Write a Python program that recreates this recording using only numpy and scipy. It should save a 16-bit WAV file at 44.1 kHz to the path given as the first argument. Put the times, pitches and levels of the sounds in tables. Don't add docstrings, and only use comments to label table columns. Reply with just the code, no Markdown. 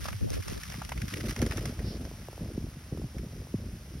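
import sys
import numpy as np
from scipy import signal
from scipy.fft import rfft, irfft
from scipy.io import wavfile
from scipy.ndimage import uniform_filter1d

SR = 44100
rng = np.random.default_rng(int(sys.argv[2]) if len(sys.argv) > 2 else 0)


def output_pcm(signal):
    pcm = np.clip(np.atleast_2d(signal).T, -1, 1) * 32767
    wavfile.write(sys.argv[1], SR, np.round(pcm).astype(np.int16))


N = 176400

# peak_s, plop_db, slap_db, spatter_db (before SPLAT_GAIN_DB)
SPLAT_HITS = [(0.0561, -37.5, -48, -49), (0.086, -38.5, -45.5, -40.5), (0.13, -49, -46, -58),
              (0.304, -64, -55, -39.5), (0.425, -72, -50, -47.5), (0.482, -46.5, -47, -37.5),
              (0.4992, -68, -60, -41.5), (0.635, -60, -44.5, -42), (0.701, -54, -45.5, -44),
              (0.7227, -52, -44.5, -46), (0.742, -47, -46.5, -56), (0.8195, -40.5, -48.5, -45),
              (0.8503, -61, -48.5, -44), (0.8927, -50, -44, -40.5), (0.921, -39, -40, -61),
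              (0.978, -69, -45, -49), (1.0182, -59, -40.5, -44.5), (1.082, -62, -44.5, -42),
              (1.139, -66, -40, -38.5), (1.172, -57, -47.5, -44), (1.2095, -57, -46, -48),
              (1.31, -47, -42, -39), (1.364, -46, -44, -41), (1.392, -55, -45, -42),
              (1.418, -42, -40, -35.5), (1.427, -42, -43, -37), (1.464, -47, -43.5, -37.5),
              (1.512, -44, -40, -50), (1.5225, -43, -41, -42), (1.573, -53, -46.5, -36.5),
              (1.581, -47, -43.5, -47), (1.657, -41.5, -44.5, -35), (1.7931, -56, -48, -58),
              (2.052, -53.5, -54, -48.5), (3.1846, -65, -52.5, -51)]
# freq_hz, density_db
PLOP_SPECTRUM = [(250, -28), (500, -3), (850, 2), (1350, 1.5), (2800, -25)]
# freq_hz, density_db
SLAP_SPECTRUM = [(800, -30), (1400, 1.5), (2100, 5.5), (2700, -0.5), (5000, -11.5)]
# freq_hz, density_db
SPATTER_SPECTRUM = [(1900, -34), (3200, 5), (5700, 11.5), (12500, 5.5), (16000, 3)]
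SPLAT_RISE_S = (.0022, .0028, .0011)
SPLAT_GAIN_DB, SPLAT_TAIL_DB, SPLAT_TAIL_S = 4, -18, .008
DROPLETS_PER_S, DROPLET_SPREAD_DB = 6400, 3.5

def splats():
    power = np.zeros((3, N))
    t = np.arange(SR // 10) / SR
    tail_power = (amp(SPLAT_TAIL_DB) * swell(t / SPLAT_TAIL_S)) ** 2
    for peak_s, *levels_db in SPLAT_HITS:
        for part, level_db, rise_s in zip(power, levels_db, SPLAT_RISE_S):
            add(part, peak_s - rise_s, amp(level_db) ** 2 * (swell(t / rise_s) ** 2 + tail_power))
    out = np.zeros((2, N))
    for envelope, spectrum in zip(np.sqrt(power), (PLOP_SPECTRUM, SLAP_SPECTRUM, SPATTER_SPECTRUM)):
        out += colour(envelope * clicks(DROPLETS_PER_S, DROPLET_SPREAD_DB), spectrum)
    return amp(SPLAT_GAIN_DB) * out


# start_s, level_db, start_hz, rise_s
THUD_HITS = [(0.14, -30.5, 128, 0.013), (.225, -33, 326, 0.012), (0.386, -30, 88.5, 0.0091),
             (0.521, -35.5, 392, 0.0071), (0.78, -32.5, 335, 0.0072), (1.034, -31.5, 350, 0.0092),
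             (1.423, -19.5, 576, 0.00436), (1.582, -29, 587, 0.0048), (1.828, -28, 173, 0.0072),
             (2.41, -29.5, 394, 0.0069), (2.577, -25, 595, 0.004), (2.64, -31, 400, 0.0034),
             (2.768, -37.5, 294.3, 0.0064), (2.923, -27, 410, 0.0041), (3.038, -28, 272, 0.0082),
             (3.403, -31.5, 194.4, 0.0067), (3.54, -22, 514, 0.0062), (3.663, -33, 448, 0.005),
             (3.95, -33.5, 322.7, 0.0055)]
# freq_hz, density_db
SMACK_SPECTRUM = [(200, 11.5), (400, 10.5), (1300, -38.5)]
SMACK_DB, SMACK_REF_HZ, SMACK_RISE_S = -12.5, 400, 0.0021

def thuds():
    thumps, smack_envelope = np.zeros((2, N))
    t = np.arange(SR // 10) / SR
    for start_s, level_db, start_hz, rise_s in THUD_HITS:
        add(thumps, start_s, amp(level_db) * thump(t, rise_s, start_hz, end_hz=94.8, glide_ratio=0.94))
        smack_gain = amp(level_db + SMACK_DB) * start_hz / SMACK_REF_HZ
        add(smack_envelope, start_s, smack_gain * swell(t / SMACK_RISE_S))
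    noise = steadied(colour(rng.standard_normal(N), SMACK_SPECTRUM), window_s=0.0099)
    return thumps + smack_envelope * noise


# time_s, level_db
SPRAY_LEVELS = [(0, -48.5), (.06, -40), (.12, -51), (.28, -59.5), (.345, -39), (.39, -52), (.53, -43.5),
                (.56, -47.5), (.77, -47), (.87, -57.5), (1.06, -51.5), (1.12, -43), (1.23, -47.5),
                (1.29, -38.5), (1.34, -49.5), (1.69, -47.5), (1.76, -56), (2.1, -57), (4, -62.5)]
# freq_hz, density_db
SPRAY_SPECTRUM = [(400, -30), (750, -16), (1200, 1), (3100, -4.5), (16000, -8.5)]
SPRAY_DECAY_S = 0.0064

def spray():
    t = np.arange(SR // 20) / SR
    drops = clicks(per_s=320, spread_db=-0.5)[0] ** 2
    power = abs(signal.oaconvolve(drops, np.exp(-2 * t / SPRAY_DECAY_S))[:N])
    envelope = steadied(np.sqrt(power), window_s=0.053) * amp(curve(SPRAY_LEVELS))
    return colour(envelope * clicks(DROPLETS_PER_S, DROPLET_SPREAD_DB), SPRAY_SPECTRUM)


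# start_s, level_db
DRIP_HITS = [(2.019, -45), (2.113, -38.5), (2.2851, -32), (2.3295, -39.5), (2.378, -37), (2.974, -38),
             (3.017, -44), (3.47, -42)]
TICK_DB, TICK_RISE_S = -14, .0005

def drips():
    out = np.zeros(N)
    t = np.arange(SR // 20) / SR
    pop = thump(t, rise_s=0.0014, start_hz=1140, end_hz=245, glide_ratio=1.18)
    for start_s, level_db in DRIP_HITS:
        tick = amp(TICK_DB) * swell(t / TICK_RISE_S) * rng.standard_normal(len(t))
        add(out, start_s, amp(level_db) * (tick + pop))
    return out


# time_s, level_db
FIZZ_LEVELS = [(0, -50), (1.6, -51.5), (2.8, -55), (4, -54.5)]
# freq_hz, density_db
FIZZ_SPECTRUM = [(350, -27), (750, 2.5), (2100, 4), (16000, 2.5)]

def fizz():
    return colour(clicks(per_s=14000, spread_db=2), FIZZ_SPECTRUM) * amp(curve(FIZZ_LEVELS))


# freq_hz, density_db
SQUIRT_SPECTRUM = [(2000, -12), (4800, 5), (5450, 2.5), (6200, -15)]

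def squirt(start_s=1.821, length_s=0.16, level_db=-50.5):
    progress = np.clip((np.arange(N) / SR - start_s) / length_s, 0, 1)
    hiss = colour(rng.standard_normal((2, N)), SQUIRT_SPECTRUM)
    return hiss * amp(level_db) * np.sin(np.pi * progress ** 0.95)


# time_s, level_db
DRIBBLE_LEVELS = [(1, -81), (1.4, -58.5), (2.2, -62), (3.8, -64.5)]
BUBBLE_RANGE_HZ, BUBBLES_PER_S, BUBBLE_DECAY_CYCLES, BUBBLE_PITCH_RISE = (650, 2400), 870, 1.5, 0.04

def dribble(sizes=24):
    out = np.zeros((2, N))
    for pitch_hz in np.geomspace(*BUBBLE_RANGE_HZ, sizes):
        cycles = pitch_hz * np.arange(SR // 25) / SR
        age = cycles / BUBBLE_DECAY_CYCLES
        ring = np.exp(-age) * np.sin(2 * np.pi * cycles * (1 + BUBBLE_PITCH_RISE * age / 2))
        onsets = clicks(BUBBLES_PER_S / sizes, spread_db=1.5)
        out += signal.oaconvolve(onsets, ring[None])[:, :N]
    return unit(out) * amp(curve(DRIBBLE_LEVELS))


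# start_s, length_s, rumble_db, flutter_db
WIND_GUSTS = [(0, 0.14, -39.5, -51), (0.221, 0.044, -27.5, -35), (0.288, 0.11, -34, -38),
              (0.464, 0.12, -40, -44), (0.675, 0.29, -43.5, -55), (0.946, 0.13, -34.5, -48),
              (1.134, 0.082, -38, -42), (1.234, 0.085, -32, -39), (1.384, 0.089, -30, -35),
              (1.49, 0.24, -35, -43), (1.775, 0.11, -34, -44), (1.868, 0.21, -39.5, -44),
              (2.077, 0.16, -47.5, -55), (2.404, 0.155, -39.5, -45), (2.615, 0.063, -35.5, -44),
              (2.932, 0.12, -38, -43.5), (3.152, 0.11, -36.5, -47), (3.317, 0.11, -42, -50.5),
              (3.58, 0.18, -40, -51), (3.9, 0.09, -41.5, -54.5)]
# freq_hz, density_db
RUMBLE_SPECTRUM = [(20, -46), (48, 3.5), (70, 4), (120, -1.5), (190, -7), (260, -14.5), (450, -112)]
# freq_hz, density_db
FLUTTER_SPECTRUM = [(130, -24), (220, 3), (310, 0), (630, -9), (1400, -43)]
# freq_hz, density_db
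ANTIPHASE_SPECTRUM = [(130, -28), (260, -1), (1400, -13)]
# time_s, rumble_share, flutter_share
ANTIPHASE_SHARES = [(0, 0.44, 0.73), (.27, 0.91, 1.002), (.7, 0.01, 0.88), (1.02, 0, 0.7), (1.25, 0, 0)]
GUST_EDGE_S, LULL_RUMBLE_DB, LULL_FLUTTER_DB = 0.029, -46.5, -58

def wind():
    power = np.zeros((2, N))
    for start_s, length_s, *levels_db in WIND_GUSTS:
        add(power, start_s, amp(levels_db)[:, None] ** 2 * np.ones(int(length_s * SR)))
    power = abs(uniform_filter1d(power, int(GUST_EDGE_S * SR)))
    power += amp([[LULL_RUMBLE_DB], [LULL_FLUTTER_DB]]) ** 2
    rumble = steadied(colour(clicks(per_s=140, spread_db=1), RUMBLE_SPECTRUM), window_s=0.0707)
    flutter = [steadied(colour(eddies, spectrum), window_s=.08)
               for eddies, spectrum in zip(small_eddies(), (FLUTTER_SPECTRUM, ANTIPHASE_SPECTRUM))]
    out = np.zeros((2, N))
    for k, (common, opposed) in enumerate((rumble, flutter)):
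        share = np.clip(curve(ANTIPHASE_SHARES, column=k + 1), 0, 1)
        pair = np.sqrt(1 - share) * common + np.sqrt(share) * opposed * [[1], [-1]]
        out += np.sqrt(power[k]) * pair
    return out


def small_eddies(sizes=14, per_s=260, range_hz=(177, 733), width_cycles=0.97):
    out = np.zeros((2, N))
    t = np.arange(-SR // 50, SR // 50) / SR
    for pitch_hz in np.geomspace(*range_hz, sizes):
        wobble = unit(np.exp(-(pitch_hz * t / width_cycles) ** 2) * np.sin(2 * np.pi * pitch_hz * t))
        arrivals = clicks(per_s / sizes, spread_db=1)
        out += signal.oaconvolve(arrivals, wobble[None] * np.sqrt(pitch_hz), "same")
    return out


# freq_hz, gain_db
TREBLE_RESPONSE = [(3200, 0.5), (4200, -1.5), (5600, 4), (7400, -5.5), (9500, -0.5), (12500, -4)]
# freq_hz, coherence
STEREO_COHERENCE = [(500, .9), (1200, .3), (2000, .8), (3900, .1), (5000, .86), (14000, .92)]
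# freq_hz, lag_rad
WIDENING_PHASE = [(5100, 0), (7600, 3.14), (11000, 6.28), (14400, 9.42), (16000, 10.3)]

def widen(pair):
    left, independent = rfft(pair) * amp(over_hz(TREBLE_RESPONSE))
    coherence = np.clip(over_hz(STEREO_COHERENCE), -1, 1)
    right = coherence * left + np.sqrt(1 - coherence ** 2) * independent
    right *= np.exp(-1j * over_hz(WIDENING_PHASE))
    return irfft(np.array([left, right]), N)


def thump(t, rise_s, start_hz, end_hz, glide_ratio):
    pitch_hz = end_hz + (start_hz - end_hz) * np.exp(-t / (glide_ratio * rise_s))
    return swell(t / rise_s) * np.sin(2 * np.pi * np.cumsum(pitch_hz) / SR)


def clicks(per_s, spread_db):
    shape = (2, N)
    size = amp(spread_db * np.minimum(rng.exponential(1, shape), 4))
    return unit(size * rng.choice([-1, 1], shape) * (rng.random(shape) < per_s / SR))


def swell(u):
    return u * np.exp(1 - u)


def steadied(x, window_s):
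    power = abs(uniform_filter1d(x ** 2, int(window_s * SR)))
    return x / np.sqrt(power + 1e-4 * np.mean(x ** 2))


def colour(x, spectrum):
    return irfft(rfft(x) * unit(amp(over_hz(spectrum))), N)


def over_hz(rows):
    freq_hz, value = np.transpose(rows)
    return np.interp(np.log(np.fft.rfftfreq(N, 1 / SR) + 1), np.log(freq_hz), value)


def curve(rows, column=1):
    rows = np.array(rows)
    return np.interp(np.arange(N) / SR, rows[:, 0], rows[:, column])


def add(mix, start_s, sound):
    part = mix[..., max(round(start_s * SR), 0):][..., :sound.shape[-1]]
    part += sound[..., :part.shape[-1]]


def amp(db):
    return 10 ** (np.asarray(db) / 20)


def unit(x):
    return x / np.sqrt(np.mean(x ** 2) + 1e-20)


def scene():
    return widen(splats() + spray() + fizz() + dribble() + squirt()) + thuds() + drips() + wind()


def record(dry, cutoff_hz=15900):
    lowpass = signal.firwin(511, cutoff_hz, window=("kaiser", 9), fs=SR)
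    return signal.oaconvolve(dry, lowpass[None], "same")


dry = scene()
out = record(dry)
output_pcm(out)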